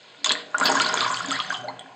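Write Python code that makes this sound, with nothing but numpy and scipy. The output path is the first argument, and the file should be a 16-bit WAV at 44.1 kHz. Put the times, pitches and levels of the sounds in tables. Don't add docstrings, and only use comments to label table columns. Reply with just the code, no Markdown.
import sys
import numpy as np
from scipy import signal
from scipy.fft import rfft, irfft, next_fast_len
from scipy.io import wavfile
from scipy.ndimage import uniform_filter1d, minimum_filter1d

SR = 44100
rng = np.random.default_rng(int(sys.argv[2]) if len(sys.argv) > 2 else 0)


def store_wav(level_fs):
    pcm = np.round(np.clip(np.atleast_2d(level_fs), -1, 1) * 32767)
    wavfile.write(sys.argv[1], SR, pcm.T.astype(np.int16))


N = 85995
TIME = np.arange(N) / SR
RISE_PER_S, ATTACK_CYCLES = 7.95, 0.46

# (time [s], pitch [Hz], relative peak [dB], ring time [ms])
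PLOPS = [(.2442,3640,-11,0.8),(.2444,6440,-11.5,0.41),(.2465,3430,-10.5,1.7),(0.2603,6960,-18,1.6),(.2602,3410,-16.5,3.3),(0.262,1070,-20.5,7.2),(.27,4780,-14,0.73),
         (0.2936,3920,-8.5,1.2),(.2989,3230,-15.5,5),(0.307,1700,-10.5,0.72),(0.3079,1127,-23.5,5.3),(0.314,3440,-9.5,0.76),(0.319,4160,-12,1.1),(0.32,7450,-16,1.05),(0.353,1825,-19.5,2.3),
         (0.5445,1250,-14.5,1.7),(0.5482,1380,-11.5,4.2),(.5825,1000,-26.5,0.79),(0.5823,7320,-18,1.04),(.5999,7520,-17,1.2),(0.5995,1150,-16,0.52),(.612,1290,-9.5,1),(.6168,1050,-11.5,1.5),(0.6205,1333,-16.5,10),(0.632,1510,-16.5,5.4),(0.6548,1156,-10,2.7),(0.6562,4540,-1.5,0.81),(0.6667,4500,-20.5,0.89),
         (.6922,895,-19.5,3),(.6998,866,-12,3.6),(0.7163,6500,-21.5,3.7),(0.7236,1120,-15.5,2.8),(0.7536,1040,-12.5,3.2),(0.753,6700,-18.5,1.3),(0.7684,1540,-16,7.5),(0.7751,1350,-12,0.69),(.8,3000,-9.5,0.84),(0.804,1325,-13.5,6.3),(0.8175,7100,-15,0.84),(.8197,4900,-17,2.3),(0.8648,4280,-16,1.2),
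         (.941,6600,-20,1.1),(.9409,990,-13,2),(.9745,3400,-16.5,1.9),(.975,1330,-18,1.1),(1.0075,3590,-10.5,0.82),(1.015,1190,-15,3.1),(1.0288,1103,-19,19),(1.0619,1042,-15.5,5.4),(1.102,1080,-17,9),(1.1294,1050,-23.5,18),(1.143,4440,-20.5,1.9),(1.1713,3100,-21.5,3.9),(1.206,1318,-21.5,5),(1.245,1670,-24,3.1),
         (1.3087,3130,-14,0.62),(1.3153,1244,-19.5,14),(1.316,7400,-21,0.83),(1.3366,1778,-24.5,18),(1.3911,1165,-19.5,7.6),(1.4013,3185,-15.5,1.86),(1.4067,1206,-18.5,3.2),(1.448,1814,-25.5,2.8),(1.504,1503,-14.5,5.1),(1.5257,1092,-22,11),(1.7938,8050,-35,1.6)]
# (time [s], relative level [dB])
SNAP_LEVEL = [(.3,-6.5),(1.5,-7)]
def plops():
    out, t = np.zeros(N), np.arange(SR // 100) / SR
    trim_db, snap_s = -0.5, 0.0021
    for start, hz, db, ring_ms in PLOPS:
        ring_s = ring_ms / 1000
        add(out, start, undb(db + trim_db) * bubble(hz, ring_s, RISE_PER_S, ATTACK_CYCLES))
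        band = signal.butter(3, [.25 * hz, 1.3 * hz], "band", fs=SR)
        snap = unit(signal.lfilter(*band, rng.standard_normal(len(t)))) * np.exp(-t / snap_s)
        snap_gain = undb(db) * envelope(SNAP_LEVEL, start) * snap_s / (snap_s + ring_s)
        add(out, start, snap_gain * snap)
    return out


# (frequency [Hz], gain [dB])
GLUG_LEVEL = [(0,-84.5),(.24,-49.5),(.26,-39.5),(.32,-31.5),(.36,-42.5),(.54,-49.5),(.62,-31),(.7,-24),(.8,-32),(1,-33),(1.15,-49.5),(1.32,-36.5),(1.42,-52.5),(1.65,-42.5),(1.95,-57)]
GLUG_COLOUR = [(90,-20),(170,-14),(280,-4),(400,-6),(540,-2.5),(800,6),(1200,-12.5)]
GURGLE_LEVEL = [(0,-59.5),(.24,-56),(.265,-36),(.38,-40.5),(.45,-62),(.605,-33.5),(.635,-24),(.74,-28),(.81,-26.5),(.88,-26.5),(1.08,-27.5),(1.27,-37),(1.34,-31.5),(1.47,-42.5),(1.53,-39),(1.62,-45.5),(1.95,-52)]
GURGLE_COLOUR = [(500, -8.5), (850, -20), (1070, -4), (1250, -12.5), (1450, -1.5), (1750, -9.5),
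                 (2400, -12), (3500, -15)]
SPRAY_LEVEL = [(0,-55.5),(.24,-53.5),(.25,-28),(.32,-44.5),(.35,-41),(.41,-40.5),(.46,-71),(.6,-45),(.67,-25),(.72,-40),(.83,-29.5),(.96,-39.5),(1.02,-30),(1.1,-40),(1.23,-41.5),(1.35,-35),(1.48,-43),(1.52,-38.5),(1.6,-55),(1.95,-82)]
SPRAY_COLOUR = [(1500,12),(2500,-13.5),(3200,0.5),(4000,-1.5),(5000,-4.5),(6000,-22.5)]
FIZZ_LEVEL = [(0,-79),(.24,-75),(.25,-46),(.32,-45.5),(.35,-82),(.57,-65.5),(.66,-39),(.83,-41),(1.1,-44.5),(1.26,-50.5),(1.32,-45.5),(1.48,-59.5),(1.52,-46),(1.57,-55.5),(1.95,-113)]
FIZZ_COLOUR = [(3000,-11.5),(4800,-2.5),(6700,-4),(8000,0.5)]
def gurgling():
    glugs = crowd(GLUG_LEVEL, GLUG_COLOUR, (185, 828), trim_db=-6.5, cycles=1.3, spread_db=1.5, count=900)
    gurgle = crowd(GURGLE_LEVEL, GURGLE_COLOUR, (736.6, 2440),
                   trim_db=-3, cycles=3.4, spread_db=3, count=1500)
    spray = crowd(SPRAY_LEVEL, SPRAY_COLOUR, (2185, 5180),
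                  trim_db=-2.5, cycles=6.4, spread_db=3.5, count=4200)
    fizz = crowd(FIZZ_LEVEL, FIZZ_COLOUR, (4495, 8020), trim_db=5, cycles=12, spread_db=5, count=2200)
    return glugs + gurgle + spray + fizz


def crowd(levels, tint, band_hz, trim_db, cycles, spread_db, count):
    out = np.zeros(N)
    low_hz, high_hz = band_hz
    for when, size, strength, length, glide in rng.random((count, 5)):
        hz = low_hz * (high_hz / low_hz) ** size
        ring_s = cycles * 2 ** (2 * length - 1) / hz
        ring = bubble(hz, ring_s, 2 * glide * RISE_PER_S, ATTACK_CYCLES)
        add(out, when * N / SR, undb(-spread_db * np.log(1 - strength)) * ring)
    out = colour(out, tint)
    power = uniform_filter1d(uniform_filter1d(out ** 2, size=1800), size=900)
    return undb(trim_db) * envelope(levels) * out / np.sqrt(power + 1e-12)


def bubble(hz, ring_s, rise, swell_cycles):
    t = np.arange(int(7 * ring_s * SR) + 8) / SR
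    swell = (1 - np.exp(-t * hz / swell_cycles)) * np.exp(-t / ring_s)
    return swell / swell.max() * np.sin(2 * np.pi * hz * (t + rise * t * t / 2))


# (frequency [Hz], relative gain [dB], t60 [s])
PIPE_MODES = [(123.7,8,1),(179.3,6.5,0.47),(272.1,9.5,0.3),(368.3,3,0.24),(405.4,1,0.14),(458.2,2.5,0.35),(585,3,.3),(616.7,3,.4),(712,-7.5,0.89),(1530,-23.5,0.18)]
# (time [s], pitch [ratio])
PIPE_TUNING = [(.4,1.04),(0.799,1)]
def pipe(water):
    out = np.zeros(N)
    tuning = np.interp(TIME, *np.array(PIPE_TUNING).T)
    for hz, db, t60 in PIPE_MODES:
        slosh = 1 + .014 * waver(per_s=14)
        out += undb(db) * resonate(water, hz * tuning * slosh, t60)
    return undb(4) * out


# (time [s], pitch [Hz], peak [dB], ring time [ms], rise [1/s])
GULPS = [(1.283,250,-30.5,4.5,20.5),(1.638,647,-35.5,20,-6),(1.678,671,-25.5,9.6,28.5),(1.808,712,-38,4.6,3)]
def gulps():
    out = np.zeros(N)
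    for start, hz, db, ring_ms, rise in GULPS:
        add(out, start, undb(db) * bubble(hz, ring_ms / 1000, rise, swell_cycles=2.7))
    return out


# (time [s], pitch [Hz], peak [dB], ring time [ms])
DRIPS = [(1.5435,3200,-25,2.8),(1.5495,3070,-24.5,3.5),(1.6846,2030,-32,5),(1.6845,4200,-30,2.2),(1.7935,3330,-30.5,1.8)]
# (frequency [Hz], gain [dB], t60 [s])
STRAINER_MODES = [(3068,11,.33),(3195,10,.3)]
def drips():
    out = np.zeros(N)
    for start, hz, db, ring_ms in DRIPS:
        add(out, start, undb(db) * bubble(hz, ring_ms / 1000, RISE_PER_S / 2, swell_cycles=1.3))
    return out + sum(undb(db) * resonate(out, hz, t60) for hz, db, t60 in STRAINER_MODES)


# (frequency [Hz], gain [dB])
WASH_COLOUR = [(900,-23),(1900,6.5),(4200,7),(6000,-16.5)]
def wash():
    return undb(-8) * envelope(SPRAY_LEVEL) * noise(WASH_COLOUR)


def high_hiss():
    centre_s, width_s = 0.6585, 0.0093
    hiss = unit(butter(rng.standard_normal(N), 8, (12500, 15500), "band"))
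    return undb(-39) * hiss * np.exp(-.5 * ((TIME - centre_s) / width_s) ** 2)


# (time [s], level [dB])
FLOW_LEVEL = [(0,-78),(.55,-66),(0.662,-50),(1.101,-51.5),(1.451,-54),(1.95,-65)]
# (frequency [Hz], gain [dB])
FLOW_COLOUR = [(60,-3.5),(120,7),(190,8),(300,-29.5)]
def flow():
    return envelope(FLOW_LEVEL) * noise(FLOW_COLOUR)


# (time [s], level [dB])
DRAUGHT_LEVEL = [(.9,-79),(1.25,-46.5),(1.4,-55.5),(1.55,-43.5),(1.75,-55),(1.95,-52.5)]
def draught():
    hz, t60 = 737, 0.056
    breath = resonate(rng.standard_normal(N), hz, t60)
    note = resonate(breath, hz, t60 / 10)
    power = uniform_filter1d(note ** 2, size=SR // 10)
    return envelope(DRAUGHT_LEVEL) * note / np.sqrt(power)


def echoes(x, delay_s, t60, treble_t60, split_hz):
    t = np.arange(SR // 2) / SR
    low = butter(rng.standard_normal(len(t)), 2, split_hz, "low")
    high = butter(rng.standard_normal(len(t)), 2, split_hz, "high")
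    arrived = t > delay_s
    tail = (low * fade(t, t60) + high * fade(t, treble_t60)) * arrived
    return signal.fftconvolve(x, tail / np.linalg.norm(fade(t, t60) * arrived))[:N]


# (frequency [Hz], gain [dB])
ROOM_COLOUR = [(30, -18.5), (100, -2), (290, 2), (560, 7), (1300, -7.5), (2400, -0.5), (3600, -5),
               (5200, -11), (8000, -19.5)]
def room_tone():
    return undb(-54.5) * noise(ROOM_COLOUR)


def undb(db):
    return 10 ** (np.asarray(db) / 20)


def unit(x):
    return x / np.sqrt(np.mean(x ** 2))


def envelope(levels, t=TIME):
    return undb(np.interp(t, *np.array(levels).T))


def fade(t, t60):
    return np.exp(-np.log(1000) * t / t60)


def add(out, start_s, sound):
    i = int(np.clip(start_s * SR, 0, N - 1))
    out[i:i + len(sound)] += sound[:N - i]


def colour(x, points):
    hz, db = np.array(points, float).T
    size = 2 * next_fast_len(N)
    log_hz = np.log(np.arange(size // 2 + 1) * SR / size + 1)
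    gain = undb(np.interp(log_hz, np.log(hz), db))
    cepstrum = irfft(np.log(gain))
    cepstrum[1:size // 2] *= 2
    return irfft(rfft(x, size) * np.exp(rfft(cepstrum[:size // 2], size)))[:N]


def noise(tint):
    return unit(colour(rng.standard_normal(N), tint))


def butter(x, order, hz, kind):
    return signal.sosfilt(signal.butter(order, hz, kind, fs=SR, output="sos"), x)


def low_pass(x, hz):
    return signal.sosfilt(signal.ellip(8, .3, 60, hz, fs=SR, output="sos"), x)


def resonate(x, hz, t60):
    turn = np.exp(2j * np.pi * np.cumsum(hz * np.ones(N)) / SR)
    decay = fade(1 / SR, t60)
    return (turn * signal.lfilter([2 * (1 - decay)], [1, -decay], x / turn)).real


def waver(per_s):
    size = int(SR / per_s)
    steps = np.repeat(rng.standard_normal(N // size + 1), size)
    return uniform_filter1d(steps, size=size)[:N]


def scene():
    water = plops() + gurgling() + gulps() + drips() + wash() + flow()
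    drain = water + pipe(water) + draught() + draught()
    basin = undb(-6) * echoes(drain, delay_s=.002, t60=.12, treble_t60=.06, split_hz=5200)
    room = undb(-12) * echoes(drain, delay_s=.013, t60=.54, treble_t60=.29, split_hz=4100)
    return (low_pass(drain + basin + room + room_tone(), hz=8500) + high_hiss())[None]


# (frequency [Hz], gain [dB])
MICROPHONE = [(120, -1.5), (5000, 2.5), (5400, -2), (5850, -7), (6300, 5.5), (7600, 2.5), (8300, 0)]
def record(dry):
    low_cut_hz, ceiling = 98, .5
    heard = butter(colour(dry[0], MICROPHONE), 2, low_cut_hz, "high")
    peak = -minimum_filter1d(-np.abs(heard), size=90)
    gain = uniform_filter1d(np.minimum(1, ceiling / (peak + 1e-9)), size=90)
    return low_pass(heard * gain, hz=16000)[None]


dry = scene()
out = record(dry)
store_wav(out)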